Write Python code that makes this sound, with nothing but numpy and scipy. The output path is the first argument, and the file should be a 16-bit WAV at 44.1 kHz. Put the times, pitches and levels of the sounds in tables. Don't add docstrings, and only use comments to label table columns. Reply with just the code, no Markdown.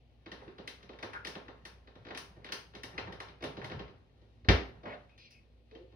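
import sys
import numpy as np
from scipy import signal
from scipy.fft import rfft, irfft, next_fast_len
from scipy.io import wavfile
from scipy.ndimage import uniform_filter1d

SR = 44100
rng = np.random.default_rng(int(sys.argv[2]) if len(sys.argv) > 2 else 0)


def gain_from_decibels(decibels):
    exponent = np.asarray(decibels, float) / 20
    return 10 ** exponent


def materialize(psi):
    bounded = np.clip(np.atleast_2d(psi).T, -1, 1)
    quanta = np.round(bounded * 32767).astype(np.int16)
    wavfile.write(sys.argv[1], SR, quanta)


N = 262395
EDGES = 35 * 2 ** np.arange(0, 9.1, .5)
LEFT_LAG = 18


def rms_one(x):
    return x / np.sqrt(np.mean(x ** 2) + 1e-20)


def at_hz(points, hz):
    table_hz, value = np.array(points)[:, 0], np.array(points)[:, 1]
    return np.interp(np.log(hz), np.log(table_hz), value)


def band(x, low_hz, high_hz):
    sos = signal.butter(2, [low_hz, min(high_hz, .45 * SR)], "band", fs=SR, output="sos")
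    return signal.sosfilt(sos, x + 1e-18)


def low_pass(x, hz):
    return signal.sosfilt(signal.butter(4, hz, fs=SR, output="sos"), x + 1e-18)


def resonance(x, hz, width_hz):
    r = np.exp(-np.pi * width_hz / SR)
    feedback = [1, -2 * r * np.cos(2 * np.pi * hz / SR), r * r]
    return signal.lfilter([(1 - r * r) / 2, 0, (r * r - 1) / 2], feedback, x)


def narrow(x, hz, width_hz):
    return rms_one(resonance(resonance(x, hz, width_hz), hz, width_hz))


def drift(rate):
    return np.interp(np.arange(N) * rate / SR, np.arange(200), rng.standard_normal(200))


def alike_pair(mid, side, hz):
    # (frequency [Hz], correlation [0-1])
    likeness = [(60, 0.77), (250, 0.69), (500, 0.6), (1000, 0.031), (4000, 0.074), (12000, 0.029)]
    # (frequency [Hz], left over right [dB])
    left_over_right = [(60, 3), (250, -1.5), (600, -4.5), (1300, -0.5), (2500, 6.5), (5000, 0.5),
                       (12000, 3.5)]
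    alike = np.clip(at_hz(likeness, hz), 0, 1)
    lean_db = at_hz(left_over_right, hz) / 2
    shared, apart = np.sqrt(1 + alike) * mid, np.sqrt(1 - alike) * side
    return np.array([shared + apart, shared - apart]) * gain_from_decibels(np.array([[lean_db], [-lean_db]]))


def air():
    # (frequency [Hz], density [dB per Hz])
    air_colour = [(35, -7.5), (60, -4), (105, 7), (160, -16), (250, -9.5), (620, -12), (820, -29),
                  (1300, -41.5), (2200, -30.5), (3000, -22), (4800, -35), (6300, -49.5), (7800, -52),
                  (15500, -51.5)]
    # (frequency [Hz], width [Hz], level [dB])
    rumble_peaks = [(59, 4.1, -74.5), (107, 3.1, -72), (237.2, 12, -76.5)]
    air_db, patchy_db = -60, 2.2
    hum_hz, hum_db = 59.2, -61.5
    white, hiss = rng.standard_normal((2, 2, N)), 0
    for k, (low, high) in enumerate(zip(EDGES, EDGES[1:])):
        hz = np.sqrt(low * high)
        level = gain_from_decibels(at_hz(air_colour, hz) + patchy_db * drift(3.2))
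        hiss = hiss + level * alike_pair(*band(white[k % 2], low, high), hz)
    rumble = sum(gain_from_decibels(db) * narrow(white[0, 0], hz, width) for hz, width, db in rumble_peaks)
    hum = gain_from_decibels(hum_db + 1.8 * drift(9.4)) * np.sin(2 * np.pi * hum_hz * np.arange(N) / SR)
    return gain_from_decibels(air_db - 6.0) * rms_one(hiss) + rumble + hum


def rubbing():
    # (time [s], level [dB])
    effort_curve = [(0.0, -75), (0.4, -60.5), (1.29, -53.5), (1.66, -62), (2.8, -58), (2.98, -45),
                    (3.45, -60), (3.66, -49), (3.98, -61.5), (4.46, -73.5), (4.72, -54.5), (5.19, -69.5),
                    (5.68, -75.5), (5.95, -63.5)]
    # (time [s], strength [dB], half length [s], boards over tray [dB])
    tray_shoves = [(.43, -40, 0.18, -23.5), (1.13, -44, 0.079, -42), (1.46, -50, 0.1, -34),
                   (2.4, -62.5, 0.32, -7.5), (2.95, -38.5, 0.057, -23), (3.456, -45.5, 0.025, -6.5),
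                   (3.61, -38.5, 0.21, -14), (3.728, -51.5, 0.047, 9), (3.792, -37.5, 0.05, -7),
                   (4.94, -50, 0.15, -30), (5.88, -82, 0.047, -1)]
    mean_db = -59.5
    boards_db, tray_db, food_db, wet_shove_db = -6.5, 9, -7.5, -20.5
    boards_follow, food_follows = 0.93, 0.25
    t = np.arange(N) / SR
    effort_db = np.interp(t, *np.transpose(effort_curve)) - mean_db
    shoves, deep_shoves = 0, 0
    for s, db, half_s, low_db in tray_shoves:
        swell = gain_from_decibels(db) * np.clip(1 - np.abs(t - s) / half_s, 0, 1) ** 2
        shoves = shoves + swell
        deep_shoves = deep_shoves + swell * gain_from_decibels(low_db)
    boards = gain_from_decibels(mean_db + boards_db + boards_follow * effort_db) + deep_shoves
    tray = gain_from_decibels(mean_db + tray_db + effort_db) + shoves
    food = gain_from_decibels(mean_db + food_db + food_follows * effort_db) + gain_from_decibels(wet_shove_db) * shoves

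    sizes = gain_from_decibels(2.7 * np.minimum(rng.exponential(1, (2, N)), [[2], [4]])) * rng.choice([-1, 1], (2, N))
    chance = np.array([[250], [900]]) * gain_from_decibels(4 * drift(25)) / SR
    slips, grains = sizes * (rng.random((2, N)) < chance)
    return (boards * gain_from_decibels(-0.5) * rms_one(band(slips, 69, 200))
            + tray * gain_from_decibels(-14.5) * rms_one(band(slips, 160, 1200))
            + food * gain_from_decibels(-5.5) * rms_one(band(grains, 1200, 9000)))


def slides():
    # (time [s], length [s], pitch [Hz], width [Hz], level [dB])
    singing_slides = [(1.132, 0.02, 1350, 300, -42), (1.144, 0.035, 1500, 280, -38),
                      (4.647, 0.049, 12000, 200, -65), (4.83, .07, 640, 170, -44),
                      (4.9, .06, 660, 170, -48), (4.856, 0.11, 1300, 1600, -49),
                      (5.085, .09, 2500, 400, -73), (5.175, 0.13, 2600, 450, -62),
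                      (5.3, .1, 2550, 400, -65), (5.175, 0.11, 3450, 280, -66),
                      (5.175, 0.11, 4700, 2000, -57), (5.302, .04, 5300, 1000, -57),
                      (5.703, .075, 453, 35, -49.5), (5.74, 0.026, 398, 36, -48),
                      (5.78, 0.073, 367.5, 30, -52), (5.755, 0.093, 523, 23, -51),
                      (5.72, 0.06, 705, 39, -54)]
    sag = 0.97
    size = SR // 4
    out = np.zeros(N + SR)
    for s, length, hz, width_hz, db in singing_slides:
        slips = rng.standard_normal(size) ** 3
        along = np.arange(size) / SR / length
        stroke = np.clip(along * 12, 0, 1) * np.clip((1 - along) * 4, 0, 1)
        first, last = narrow(slips, hz, width_hz), narrow(slips, hz * sag, width_hz)
        out[round(s * SR):][:size] += gain_from_decibels(db) * stroke * (first * (1 - along) + last * along)
    return out[:N]


def knocks():
    # (time [s], peak [dB], ring [Hz])
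    dull_knocks = [(0.258, -23.5, 334), (0.313, -39, 289), (0.468, -18, 381), (0.577, -63, 410),
                   (0.895, -47, 373), (1.026, -14.5, 355), (1.245, -55, 420), (1.349, -30, 436),
                   (1.958, -34.5, 116), (2.099, -49, 452), (2.357, -39, 114), (2.739, -35, 104),
                   (3.014, -31, 99.6), (3.07, -37, 101.5), (3.433, -18, 490), (3.572, -30.5, 101),
                   (3.705, -38.5, 116), (3.77, -38, 171), (4.127, -49, 121.3), (3.459, -28, 150),
                   (4.674, -34.5, 101), (0.599, -40, 112), (4.418, -31, 73.4), (4.856, -25, 246)]
    out, t = np.zeros(N + 8192), np.arange(8192) / SR
    for s, db, hz in dull_knocks:
        ring = np.sin(2 * np.pi * hz * t) * np.exp(-t * hz / 3.0)
        out[round(s * SR):][:8192] += gain_from_decibels(db - 16.0) * ring
    return out[:N]


def heavy_drop():
    # (time [s], level [dB])
    blows = [
        (4.4854, -16.5),
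        (4.5035, -20.5),
        (4.528, -25),
    ]
    # (frequency [Hz], level [dB], t60 [s])
    board_modes = [(59.4, -2.5, 0.39), (85, 7.5, 0.14), (158, -9.5, 0.14), (200.7, -7.5, 0.042),
                   (226.4, -9.5, 0.2), (306, -14.5, .2), (401, -23, 0.14), (555, -11, 0.027),
                   (696, -16, 0.33)]
    out = 0
    for s, blow_db in blows:
        t = np.maximum(np.arange(N) / SR - s, 0)
        onset = 1 - np.exp(-t / 0.00061)
        for (hz, db, t60), lean_db in zip(board_modes, rng.normal(0, 1.3, len(board_modes))):
            level = gain_from_decibels(blow_db + db - 60 * t / t60 + lean_db * np.array([[1], [-1]]))
            out = out + level * np.sin(2 * np.pi * hz * t) * onset
    return out


def contacts():
    # (time [s], strength [dB], sharpness [dB], weight
    # on the tray [dB], ring [Hz])
    crunches = [(0.3146, -40, -13, -5.5, 2000), (0.6739, -35, -7, -15, 3180), (0.826, -50, -13, -6, 3280),
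                (0.9858, -46.5, -16, -2, 2280), (1.0254, -36.5, -11.5, -2, 1630),
                (1.1308, -46.5, -9, -9, 1210), (1.2468, -34.5, -9, -9.5, 2380),
                (1.269, -36, -4.5, -8, 2300), (1.6505, -41, -6, -12.5, 2080), (2.146, -37.5, -16, -7, 2450),
                (2.172, -37.5, -1, -34, 1950), (2.443, -41.5, -13.5, -8.5, 2430),
                (2.5197, -31, -4, -13.5, 2260), (2.7485, -42.5, -12.5, -4.5, 2220),
                (2.8322, -38, -4.5, -7.5, 2250), (2.9774, -32.5, -18, -6.5, 1830),
                (3.122, -43.5, -13, -3, 2000), (3.2002, -39.5, -9.5, -10, 1580),
                (3.4219, -40.5, -11, 4.5, 2270), (3.4366, -34, -10.5, -0.5, 1910),
                (3.6418, -38.5, -10, -8.5, 2180), (4.4849, -13.5, -17.5, -6, 2335),
                (5.1765, -56, -8.5, -23.5, 2810), (5.3044, -60.5, 2.5, -17, 2520)]
    # (time [s], strength [dB], weight on the tray [dB], ring [Hz])
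    nudges = [(0.2585, -46.5, -5.5, 1700), (0.4766, -53.5, -31, 1360), (0.5805, -45.5, 3, 1940),
              (0.8899, -48, 2.7, 1820), (0.9298, -53.5, 3.5, 1690), (1.1475, -59, -20, 1390),
              (1.3507, -41, 1.5, 1670), (1.48, -49.5, 3.5, 1400), (1.8715, -53.5, -2.5, 1850),
              (1.952, -54, 3.5, 1780), (2.0481, -49, 0.5, 1860), (2.0655, -48, 2.5, 1830),
              (2.0835, -47, -5, 1830), (2.1037, -44, 0.5, 1300), (2.3645, -64, 14, 1820),
              (2.463, -46, -27, 2400), (2.4862, -43, -5, 1900), (2.7342, -54, 4.5, 1870),
              (2.94, -61, -5, 1230), (3.071, -51.5, 7, 1080), (3.2821, -47.5, -5.5, 2500),
              (3.405, -52.5, 3.5, 1930), (3.5667, -43, 5, 1840), (3.614, -49, -20, 1170),
              (3.6965, -43, 0, 1870), (3.714, -41.5, 1, 1600), (3.7905, -41, 1.5, 1850),
              (3.8763, -53.5, 0, 2190)]
    # (time [s], strength [dB], weight on the tray [dB], ring [Hz])
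    stirs = [
        (4.2141, -65, 5.5, 4070),
        (4.445, -52.5, 1, 2250),
        (4.8313, -53.5, 9.5, 1510),
        (4.8533, -50, 10.5, 963),
        (4.903, -62, 11, 1270),
        (5.091, -62, -17, 2500),
        (5.7097, -56.5, -2, 2620),
        (5.7486, -50.5, 2, 3140),
        (5.9205, -64.5, 8.5, 2660),
    ]
    dull_db = -21.5
    soft = [(s, db, dull_db, weight_db, hz) for s, db, weight_db, hz in list(nudges) + list(stirs)]
    return np.transpose(list(crunches) + soft)


def splinters(times, levels_db, low_hz, high_hz, ragged):
    clicks = np.zeros(N + 256)
    fade = np.exp(-np.arange(255) / 90)
    for s, db, trail in zip(times, levels_db, rng.standard_normal((len(times), 256))):
        clicks[round(s * SR):][:256] += gain_from_decibels(db) * np.r_[1, ragged * trail[1:] ** 3 * fade]
    return band(clicks[:N], low_hz, high_hz) * np.sqrt(SR / (high_hz - low_hz))


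def crumbs():
    count, crumble_s = 6, 0.043
    crumb_db, spread_db = -17.5, 5
    clean_break = .4
    s, db, sharp_db, *_ = contacts()
    draws = rng.random((len(s), 2, count))
    delay, luck = draws[:, 0], draws[:, 1]
    times = np.minimum(s[:, None] + 0.0043 + crumble_s * delay ** 1.3, N / SR).ravel()
    levels_db = (db - clean_break * (sharp_db + 14))[:, None] + crumb_db
    levels_db = levels_db + spread_db * np.log(luck + .01) - 8 * delay
    bright_db = levels_db + sharp_db[:, None]
    return (gain_from_decibels(25.0) * splinters(times, levels_db.ravel(), low_hz=915, high_hz=4120, ragged=0.0077)
            - gain_from_decibels(20.0) * splinters(times, bright_db.ravel(), low_hz=4270, high_hz=7000, ragged=.02))


def bite_rings():
    out, t = np.zeros(N + 2048), np.arange(2048) / SR
    for s, crack_db, *_, hz in contacts().T:
        out[round(s * SR):][:2048] += gain_from_decibels(crack_db - 4.5) * np.sin(2 * np.pi * hz * t) * np.exp(-t / .009)
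    return out[:N]


def bites():
    s, db, sharp_db, weight_db, hz = contacts()
    clack_db = db - 6.5 - 17 * np.log2(hz / 2000)
    sizzle_db = db - 12.5 + 1.185 * sharp_db
    top_db = sizzle_db - 18 + .5 * (sharp_db + 3)
    crack = gain_from_decibels(20.5) * splinters(s, db, low_hz=1500, high_hz=4500, ragged=0.013)
    push = gain_from_decibels(24.0) * splinters(s, db + weight_db, low_hz=203, high_hz=650, ragged=0.0068)
    clack = gain_from_decibels(23.5) * splinters(s, clack_db, low_hz=740, high_hz=1618, ragged=0.011)
    edge = gain_from_decibels(28.0) * splinters(s, db + sharp_db, low_hz=4970, high_hz=7270, ragged=.02)
    sizzle = gain_from_decibels(39.5) * splinters(s, sizzle_db, low_hz=7010, high_hz=13600, ragged=0.021)
    top = gain_from_decibels(51.0) * splinters(s, top_db, low_hz=12800, high_hz=16500, ragged=.02)
    return crack + push - clack - edge + sizzle - top


def bowl(x, ring_db):
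    # (frequency [Hz], width [Hz], level [dB])
    bowl_modes = [(401, 37, 4), (1460, 23, -61.5), (1830, 53, -6), (2074, 160, -38.5), (4060, 130, -44)]
    out = x
    for k, (hz, width, db) in enumerate(bowl_modes):
        out = out + (-1) ** k * gain_from_decibels(ring_db + db) * resonance(x, hz, width)
    return out


def room(x, rings, early_t60, rise_s):
    # (frequency [Hz], t60 [s])
    tail_decay = [(60, 0.67), (250, 0.45), (1000, 0.38), (3000, 0.35), (6000, 0.31), (12000, 0.33)]
    # (frequency [Hz], early sound over the tail [dB])
    early_over_tail = [(60, 11), (400, 10.5), (1000, -4.5), (2000, 19.5), (3000, 14), (5000, 13),
                       (12000, 13.5)]
    places = 5
    t, soon = np.arange(SR // 2 + 4000) / SR, np.arange(6000) / SR
    white = rng.standard_normal((2, 2, len(t)))
    close = rng.standard_normal((2, places, 1, 6000))
    early, late = 0, 0
    for k, (low, high) in enumerate(zip(EDGES, EDGES[1:])):
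        hz = np.sqrt(low * high)
        fall = gain_from_decibels(at_hz(early_over_tail, hz) - 60 * soon / (early_t60 + 9 / hz))
        near = close[k % 2] * fall * (1 - np.exp(-soon / .002))
        near = near * alike_pair(np.ones(1), 0, hz)
        lag = int(LEFT_LAG * min(hz / 1500, 1) ** 2)
        near[:, 0] = np.roll(near[:, 0], lag, axis=-1)
        tail = alike_pair(*white[k % 2], hz) * gain_from_decibels(-60 * t / at_hz(tail_decay, hz))
        tail = tail * (1 - np.exp(-t / rise_s))
        early, late = early + band(near, low, high), late + band(tail, low, high)
    place = np.repeat(rng.integers(0, places, N // 1500 + 1), 1500)[:N]
    heard = signal.fftconvolve((x + 0.39 * rings)[None], late, axes=1)[:, :N]
    for k in range(places):
        share = uniform_filter1d(1. * (place == k), size=300)
        heard += signal.oaconvolve((share * (x + rings))[None], early[k], axes=1)[:, :N]
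    return heard / np.sqrt(np.sum(late ** 2))


def microphone(x):
    # (frequency [Hz], level [dB])
    mic_response = [(25, -39), (38, -23.5), (52, -6), (65, -3), (4000, -3.5), (5500, -9), (6600, -18.5),
                    (7000, -32.5), (7400, -38.5), (8000, -22), (10000, -15.5), (13000, -31), (15700, -21),
                    (15950, -41.5)]
    size = 2 * next_fast_len(N // 2 + 4096)
    hz = np.arange(1, size // 2 + 2) * SR / size
    cepstrum = irfft(np.log(gain_from_decibels(at_hz(mic_response, hz))), size)
    cepstrum[1:size // 2] *= 2
    cepstrum[size // 2 + 1:] = 0
    return irfft(rfft(x, size) * np.exp(rfft(cepstrum)), size)[:, :N]


def scene():
    sliding, knocking = slides(), knocks()
    touches = bowl(bites() + crumbs() + rubbing(), ring_db=-3.0) + knocking + 0.39 * sliding
    beamed = bite_rings() + 1.08 * sliding
    in_room = room(touches, beamed, early_t60=0.031, rise_s=.004)
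    along_boards = gain_from_decibels(1) * low_pass(knocking, hz=150)
    straight = gain_from_decibels(-6) * np.array([np.roll(sliding, LEFT_LAG), sliding])
    return microphone(in_room + heavy_drop() + along_boards + straight) + air()


def top_cut(x):
    return signal.sosfilt(signal.butter(12, 16460, fs=SR, output="sos"), x)


def record(dry):
    return top_cut(dry)


dry = scene()
out = record(dry)
materialize(out)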